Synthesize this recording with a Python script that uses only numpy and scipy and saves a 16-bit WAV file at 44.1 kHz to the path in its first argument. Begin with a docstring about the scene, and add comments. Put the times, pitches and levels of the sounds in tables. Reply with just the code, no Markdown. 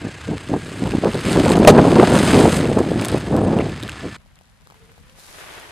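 """Tyre crushing a bag of puffed snacks

A car tyre creeps over the bag on asphalt: clumped noise grains crunch, decaying rings snap, a hard ring bursts.
An engine idles nearby as pulsed noise with two whines, and rubber squeaks as short wavering tones.
Gusts of shaped noise and short pulses buffet a close mono microphone until it clips.
A cut then leads to a quieter stereo view from further off, where the tyre reaches the bag again:
partly shared noise makes rumble and crunch, a hum rises and grit ticks."""
import sys
import numpy as np
from scipy import signal
from scipy.fft import rfft, irfft, next_fast_len
from scipy.io import wavfile
from scipy.ndimage import uniform_filter1d, map_coordinates

SR = 44100
rng = np.random.default_rng(int(sys.argv[2]) if len(sys.argv) > 2 else 0)


def bounce(signal):
    """Save signal as a 16-bit WAV file at the path given by the first command-line argument."""
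    frames = np.transpose(np.atleast_2d(signal))
    limited = np.clip(frames, -1, 1)
    pcm = np.round(limited * 32767).astype(np.int16)
    wavfile.write(sys.argv[1], SR, pcm)


def volts(x):
    """Linear amplitude factor 10**(x/20) for a level x in dB, scalar or array-like."""
    e = np.asarray(x, float) / 20
    return 10 ** e


N = 251811


def unit(x):
    """Normalisation: scales a signal to rms 1."""
    return x / np.sqrt(np.mean(x ** 2) + 1e-20)


def along(points, hz):
    """Logarithmic frequency scale: reads (frequency [Hz], value) points between their knots."""
    f, v = np.transpose(points)
    return np.interp(np.log(hz + 1), np.log(f + 1), v)


def curves(rows):
    """Linear interpolation: one value per sample for each column after the time."""
    s, *columns = np.transpose(rows)
    return [np.interp(np.arange(N) / SR, s, column) for column in columns]


def wobble(rate):
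    """Band-limited fluctuation: a smooth random curve with rate knots a second."""
    knots = rng.standard_normal(int(N * rate / SR) + 4)
    return map_coordinates(knots, [np.arange(N) * rate / SR])


def filtered(x, response):
    """Linear filtering: multiplies the spectrum by a response of frequency."""
    m = next_fast_len(N + 8192)
    return irfft(rfft(x, m) * response(np.fft.rfftfreq(m, 1 / SR)), m)[..., :N]


def coloured(x, spectrum):
    """Spectral shaping: filters by a (frequency [Hz], level [dB]) curve, then scales to rms 1."""
    return unit(filtered(x, lambda hz: volts(along(spectrum, hz))))


def grains(rate, spread_db, hiss):
    """Shot noise: random impulses, rate a second, of widely spread size, over a share of plain noise."""
    hit = rng.random(N) < rate / SR
    size = volts(spread_db * np.minimum(rng.exponential(size=N), 3)) * rng.standard_normal(N)
    return unit(hit * size) + hiss * rng.standard_normal(N)


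def clicks(rows, cycles, crack, sharpening):
    """Damped resonance: a ring decaying over a few cycles, under a broad crack and a short rattle."""
    out, t = np.zeros(N + 2048), np.arange(2048) / SR
    for s, db, hz in rows:
        ring = np.sin(2 * np.pi * hz * t) * np.exp(-t * hz / cycles)
        crack_and_rattle = crack * np.exp(-t / 0.00078) + 0.089 * np.exp(-t / 0.0019)
        sharpness = (hz / 4500) ** sharpening  # higher rings get more noise if sharpening > 0
        noise = rng.standard_normal(len(t)) * sharpness * crack_and_rattle
        out[round(s * SR):][:len(t)] += volts(db) * (ring + noise)
    return out[:N]


# Likeness of left and right: (frequency [Hz], correlation [0-1])
LEFT_RIGHT_LIKENESS = [(100, 0.11), (550, 0.44), (1650, 0.21), (5000, 0.17), (15000, .1)]


def two_ports(sources, spectrum):
    """Partial coherence: left and right share part of the sound, less in most of the treble."""
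    turn = lambda hz: np.arccos(np.clip(along(LEFT_RIGHT_LIKENESS, hz), -1, 1)) / 2
    shares = lambda hz: np.array([np.cos(turn(hz)), np.sin(turn(hz))])
    mid, side = filtered(np.array(sources), shares)
    return coloured(np.array([mid + side, mid - side]), spectrum)


# Far layers before panning: (time [s], rumble level [dB], tyre crunch level [dB], fizz level [dB])
FAR_LEVELS = [(4.17, -48, -58.5, -67), (4.55, -56, -61, -67), (4.75, -52.5, -57, -63),
              (5.15, -50.5, -56, -60.5), (5.2, -52.5, -53, -48), (5.38, -51.5, -42.5, -47),
              (5.5, -51.5, -40.5, -47.5), (5.71, -53, -42, -50.5)]
# Hum before panning: (time [s], frequency [Hz], level [dB])
FAR_HUM_TRACK = [(4.68, 410, -86), (4.78, 430, -62), (5.03, 488, -60.5), (5.35, 611, -61)]
# Ticks of grit before filter and panning: (time [s], level [dB], ring frequency [Hz])
GRIT_TICKS = [(4.261, -43, 736), (4.389, -35, 2493), (4.411, -38, 750), (4.672, -32.5, 1282),
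              (4.701, -32.5, 1200), (4.708, -36.5, 1010), (4.722, -34.5, 900), (4.743, -35.5, 1000),
              (4.876, -46.5, 823), (4.918, -34.5, 1625), (4.979, -39, 791), (5.097, -33.5, 2930),
              (5.187, -35.5, 840)]
# Spectral shapes of the far layers: (frequency [Hz], relative level [dB])
FAR_RUMBLE_SHAPE = [(15, -40), (30, 2.5), (85, 3), (170, -1.5), (240, -7.5), (330, -24), (700, -88.5)]
FAR_CRUNCH_SHAPE = [(150, -36), (250, -9), (450, -4), (1900, -4.5), (3500, -10.5), (9000, -46.5)]
FAR_FIZZ_SHAPE = [(1500, -30), (4000, -6), (8300, -10.5), (10700, -9), (14800, -22), (15400, -62.5)]


def far_view():
    """Stereo level difference: rumble, rising hum, tyre crunch and grit sit a little to the left."""
    rumble_db, crunch_db, fizz_db = curves(FAR_LEVELS)
    hum_hz, hum_db = curves(FAR_HUM_TRACK)
    rumble_noise = rng.standard_normal((2, N))
    rumble = volts(rumble_db + 2.4 * wobble(30)) * two_ports(rumble_noise, FAR_RUMBLE_SHAPE)
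    grit = lambda: [grains(1500, spread_db=2, hiss=1.0) for _ in range(2)]
    tyre = volts(crunch_db + 1.33 * wobble(60)) * two_ports(grit(), FAR_CRUNCH_SHAPE)
    fizz = volts(fizz_db + 0.8 * wobble(60)) * two_ports(grit(), FAR_FIZZ_SHAPE)
    hum_phase = 2 * np.pi * np.cumsum(hum_hz + 19 * wobble(90)) / SR
    hum = volts(hum_db + 3.5 * wobble(30)) * np.sin(hum_phase)
    # faint grit pricks all along
    pricks = volts(-69.5) * coloured(grains(90, spread_db=-1.0, hiss=0), FAR_FIZZ_SHAPE)
    ticks = clicks(GRIT_TICKS, cycles=1.0, crack=0.4, sharpening=0) + pricks
    ticks = filtered(ticks, lambda hz: 1 / (1 + (hz / 11500) ** 4))
    ticks = np.array([np.roll(ticks, 11), ticks])  # the left is 11 samples later
    return volts([[.7], [-.7]]) * (rumble + tyre + fizz + hum) + volts([[1.8], [-2.6]]) * ticks


# Spectral shape of the engine clatter: (frequency [Hz], relative level [dB])
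CLATTER_SHAPE = [(250, -37.5), (430, -8), (1400, -12.5), (2100, -9), (5000, -21), (7600, -18.5),
                 (10500, -30), (15000, -53.5)]
FIRING_HZ, FIRST_FIRING_S = 30.93, 0.019
WHINE_HZ, WHINE_CREEP_HZ_PER_S, WHINE_DB = 1604, 36, -46.5  # rises as the car creeps
UPPER_WHINE_HZ, UPPER_WHINE_DB, UPPER_FADE_DB_PER_S = 2640, -52.5, 5


def whine(hz):
    """Frequency modulation: a narrow tone of unsteady pitch and level."""
    phase = 2 * np.pi * np.cumsum(hz + 45 * wobble(120)) / SR
    return volts(4 * wobble(45)) * np.sin(phase)


def engine():
    """Amplitude modulation: a puff of noise a firing, fading as the car creeps on, and two whines."""
    t = np.arange(N) / SR
    firing = 0.5 + 0.5 * np.cos(2 * np.pi * FIRING_HZ * (t - FIRST_FIRING_S))
    beat = (0.4 + firing ** 1.18) * volts(1.1 * wobble(25))
    clatter = volts(-42.0 - 0.77 * t) * coloured(beat * rng.standard_normal(N), CLATTER_SHAPE)
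    lower = volts(WHINE_DB) * whine(WHINE_HZ + WHINE_CREEP_HZ_PER_S * t)
    upper = volts(UPPER_WHINE_DB - UPPER_FADE_DB_PER_S * t) * whine(UPPER_WHINE_HZ)
    return clatter + lower + upper


# Gusts: (time at full strength [s], time held [s], wind strength [dB])
GUST_EVENTS = [(0.029, 0.044, -26.5), (0.295, 0.041, -21), (0.497, 0.025, -25), (0.537, 0.016, -18.5),
               (0.815, 0.068, -21), (0.929, 0.026, -18.5), (1.038, 0.039, -15.5), (1.15, 0.026, -21),
               (1.252, 0.11, -19.5), (1.357, 0.062, -13.5), (1.761, 0.03, -5.5), (1.84, 0.03, -11.5),
               (1.961, 0.076, -9.5), (2.076, 0.1, -13.5), (2.335, 0.14, -11), (2.6, 0.1, -18),
               (2.745, 0.06, -18), (2.91, 0.12, -21.5), (3.124, 0.036, -17.5), (3.33, 0.066, -16.5),
               (3.53, 0.039, -18.5), (3.83, 0.024, -31), (4.039, 0.036, -27)]
# Buffeting between gusts: (time [s], wind strength [dB])
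BREEZE_STRENGTH = [(0, -51), (0.45, -41), (0.75, -33), (1.2, -32.5), (1.5, -14), (1.72, -11), (2.15, -18),
                   (2.3, -16), (2.7, -20.5), (3.1, -25.5), (3.21, -31), (3.33, -18), (3.6, -17.5),
                   (3.76, -34), (3.93, -41), (4.17, -43)]
GUST_RISE_DB_PER_S, GUST_FALL_DB_PER_S = 800, 400


def buffeting():
    """Exponential growth and decay: every gust rises, holds and dies away alike above the breeze, in dB."""
    t = np.arange(N) / SR
    strengths = curves(BREEZE_STRENGTH)
    for s, held, db in GUST_EVENTS:
        rise = GUST_RISE_DB_PER_S * np.maximum(s - t, 0)
        fall = GUST_FALL_DB_PER_S * np.maximum(t - s - held, 0)
        strengths.append(db - rise - fall)
    return np.max(strengths, axis=0)


# Single big eddies: (time [s], level [dB], frequency [Hz])
EDDY_THUMPS = [(0.519, -8.5, 246), (0.5398, -5.5, 674), (0.955, -9.5, 250), (0.985, -6, 232),
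               (1.039, -3, 560), (1.058, -0.5, 420), (1.153, -6.5, 406), (1.377, -3.5, 400),
               (1.39, -3, 380), (1.61, -2, 330), (1.926, -2, 330), (1.96, -1, 300), (1.974, -3.5, 640),
               (1.999, 14.5, 400), (2.079, -10, 520), (2.125, -0.5, 600), (2.456, 4, 604),
               (2.717, -5.5, 450), (2.772, -3, 400), (2.806, 0, 352), (2.918, -5.5, 487), (2.964, -21, 405),
               (3.147, -3.5, 480), (3.533, -4, 450)]


def thumps():
    """Pressure pulse: a big eddy pushes the diaphragm for a cycle or two, mostly inwards."""
    out, t = np.zeros(N), np.arange(-600, 600) / SR
    for s, db, hz in EDDY_THUMPS:
        swing = np.cos(2 * np.pi * hz * t + rng.normal(0, 0.6))
        push = swing * np.exp(-np.abs(t * hz / 0.55) ** 1.3)
        direction = np.sign(rng.random() - 0.2)
        out[round(s * SR) - 600:][:len(t)] += direction * volts(db) * push
    return out


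# Spectral shapes of the wind's eddies by size: (frequency [Hz], relative level [dB])
BIG_EDDY_SHAPE = [(59, -44.5), (100, -8.5), (155, 3), (310, 1.5), (700, -15.5), (910, -25.5), (1540, -120)]
SMALL_EDDY_SHAPE = [(150, -56), (400, -1.5), (650, -2), (1000, -4.5), (1600, -17.5), (4000, -78)]
SLOW_EDDY_SHAPE = [(15, -54.5), (40, -9.5), (70, -1.5), (110, 2), (170, -7), (500, -84.5)]


def wind():
    """Turbulence: eddies thump the microphone in clumps; stronger gusts add small, higher ones."""
    buffet_db = buffeting()
    clumps = volts(2.2 * wobble(40) + 2.5 * wobble(100))
    eddies = clumps * grains(800, spread_db=2.5, hiss=0.6)
    stream = coloured(eddies, BIG_EDDY_SHAPE)
    swell = np.sqrt(np.abs(uniform_filter1d(stream ** 2, SR // 30)) + 0.05)
    big = volts(buffet_db) * unit(stream / swell ** 0.7)  # the division evens out the clumps
    small_db = 1.715 * buffet_db + 2.5 * wobble(30)
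    small = volts(small_db) * coloured(eddies / swell, SMALL_EDDY_SHAPE)
    lagging_db = uniform_filter1d(buffet_db, SR // 12)  # the largest eddies follow the gusts sluggishly
    slow = volts(0.54 * lagging_db - 16.5) * coloured(rng.standard_normal(N), SLOW_EDDY_SHAPE)
    return big + small + slow + thumps()


# Rubber slips: (start [s], length [s], frequency [Hz], mean level [dB], phase unsteadiness [rad])
RUBBER_SLIPS = [(3.412, .048, 8850, -46, 0.699), (3.598, 0.023, 2270, -31.5, 3.5)]


def squeaks():
    """Stick-slip friction: brief narrow whistles of rubber slipping."""
    t, out = np.arange(N) / SR, np.zeros(N)
    for s, length, hz, db, rough in RUBBER_SLIPS:
        fade = np.clip(np.minimum(t - s, s + length - t) / 0.0045, 0, 1)
        tone = np.sin(2 * np.pi * hz * t + rough * wobble(300))
        out += volts(db + 3.4 * wobble(150)) * fade * tone
    return out


# Crushing: (time [s], crunch level [dB], film rustle above crunch [dB])
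CRUNCH_LEVELS = [(0, -46.5, -15.5), (0.65, -44, -6), (1.04, -38, -10.5), (1.23, -35, -8.5), (1.26, -30, -7),
                 (1.42, -29, -8), (1.53, -30, -5), (1.545, -34, -9.5), (1.75, -33, -10), (2.05, -28, -8),
                 (2.25, -24, -5.5), (2.42, -25, -6), (2.58, -30, -1), (2.62, -36, -7.5), (2.98, -40, -9),
                 (3.04, -32.5, -9), (3.3, -43, -8), (3.7, -41.5, -12.5), (4.17, -43.5, -12)]
# Spectral shapes of puffs and film: (frequency [Hz], relative level [dB])
PUFF_SHAPE = [(200, -51), (500, -13), (1300, -3.5), (3200, -9.5), (5000, -13.5), (6500, -20),
              (10000, -71.5)]
FILM_SHAPE = [(3000, -66.5), (6200, -6.5), (8500, -1), (9500, -5), (11000, -15), (13400, -18), (15600, -29)]


def crunch():
    """Brittle fracture: puffs shatter and film crinkles in dense clumped grains, with sparser cracks in both."""
    crunch_db, film_db = curves(CRUNCH_LEVELS)
    clumps = volts(0.6 * wobble(30) + 1.9 * wobble(200))
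    crack_share = np.clip((-16.5 - crunch_db) / 14, 0, 1)  # drowned when the crushing is densest
    cracks = crack_share * grains(260, spread_db=2.5, hiss=0)
    puff_grains = 0.74 * cracks + grains(2500, spread_db=4.0, hiss=0.95)
    film_grains = 0.66 * cracks + grains(1300, spread_db=2.5, hiss=0.99)
    puffs = coloured(clumps * puff_grains, PUFF_SHAPE)
    film = coloured(clumps * film_grains, FILM_SHAPE)
    return volts(crunch_db) * (volts(2.5) * puffs + volts(film_db) * film)


# Single breaks before filtering: (time [s], level [dB], ring frequency [Hz])
SINGLE_BREAKS = [(0.8718, -19, 2860), (0.9197, -16.5, 2660), (1.1184, -18, 2850), (1.1441, -16.5, 3960),
                 (1.2075, -22, 8500), (1.2524, -14.5, 2480), (1.295, -11.5, 2640), (1.3298, -9.5, 4130),
                 (1.3995, -12, 3040), (1.4575, -20, 8450), (1.5005, -15.5, 7500), (1.5187, -9.5, 4200),
                 (1.5692, -20.5, 8000), (1.5895, -22, 8500), (1.601, -21, 8500), (1.6495, -4, 2560),
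                 (1.6836, 4.5, 2580), (1.7024, -6.5, 3835), (1.7876, -14.5, 2600), (2.1885, -13.5, 8350),
                 (2.393, -15.5, 4500), (2.5656, -16, 8400), (2.655, -15, 2660), (2.79, -19.5, 7900),
                 (3.013, -18, 8260), (3.023, -14.5, 2420), (3.0486, -10.5, 8300), (3.0553, -13.5, 8000),
                 (3.0844, -15, 8500), (3.118, -23.5, 8500), (3.18, -24, 8300), (3.202, -28.5, 8000),
                 (3.3655, -20.5, 8500), (3.5884, -15.5, 2770), (3.6952, -21, 2570), (3.8275, -17, 3650),
                 (3.8345, -17, 3680), (3.879, -20, 3240), (3.8892, -14.5, 1580), (3.8945, -12.5, 2720),
                 (3.9185, -22, 3300)]


def snaps():
    """Impulsive excitation: the loudest single breaks of puffs, film and grit ring briefly."""
    breaks = clicks(SINGLE_BREAKS, cycles=2.8, crack=0.6, sharpening=1.2)
    return filtered(breaks, lambda hz: hz / (hz + 900) / (1 + (hz / 11000) ** 6))


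# Bag seam: (time [s], time held [s], starting level [dB], air frequency [Hz], 60 dB decay [s], hiss share)
SEAM_BURSTS = [(1.6735, 0.025, 15, 606, 0.078, 0.26), (1.697, 0.012, 0.5, 426, 0.17, 0.14)]


def burst():
    """Air resonance: the seam gives, trapped air rings hard while it tears and escapes with a hiss."""
    out, t = np.zeros(N), np.arange(SR // 4) / SR
    for s, held, db, hz, t60, hiss in SEAM_BURSTS:
        drift = np.cumsum(0.12 * rng.standard_normal(len(t)))  # the shrinking bag holds no steady pitch
        air = -np.sin(2 * np.pi * hz * t + drift) + hiss * rng.standard_normal(len(t))
        level_db = db - 60 * t / t60 - 1300 * np.maximum(t - held, 0)
        out[round(s * SR):][:len(t)] += volts(level_db) * air
    return filtered(out, lambda hz: 1 / np.sqrt(1 + (hz / 8000) ** 6))


# Close microphone housing: (frequency [Hz], width [Hz], depth [0-1])
HOUSING_NOTCHES = [(5710, 310, 0.87), (6840, 200, 0.6)]


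def close_microphone(x):
    """Saturation: after two dips from the housing the preamp clips and its top end rolls off."""
    dip = lambda hz, c, w, d: 1 - np.clip(d, 0, 1) / (1 + (2 * (hz - c) / w) ** 2)
    housing = lambda hz: np.prod([dip(hz, *row) for row in HOUSING_NOTCHES], axis=0)
    x = np.clip(filtered(x, housing), -30, 30)
    clipped = x / (1 + np.abs(x) ** 7) ** (1 / 7)
    return np.clip(filtered(clipped, lambda hz: 1 / np.sqrt(1 + (hz / 14500) ** 8)), -1, 1)


CUT_S = 4.165


def scene():
    """Superposition: the close sources add at one microphone, then a 4.2 ms crossfade cuts to the far view."""
    near = close_microphone(engine() + wind() + squeaks() + crunch() + snaps() + burst())
    after_cut = np.clip((np.arange(N) / SR - CUT_S) / 0.0042, 0, 1)
    return (1 - after_cut) * near + after_cut * far_view()


def top_cut(x):
    """Nothing passes above the cut-off."""
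    return signal.sosfilt(signal.butter(12, 15660, fs=SR, output="sos"), x)


def record(dry):
    """Signal chain: the finished mix passes on at its own level."""
    return top_cut(dry)


dry = scene()
out = record(dry)
bounce(out)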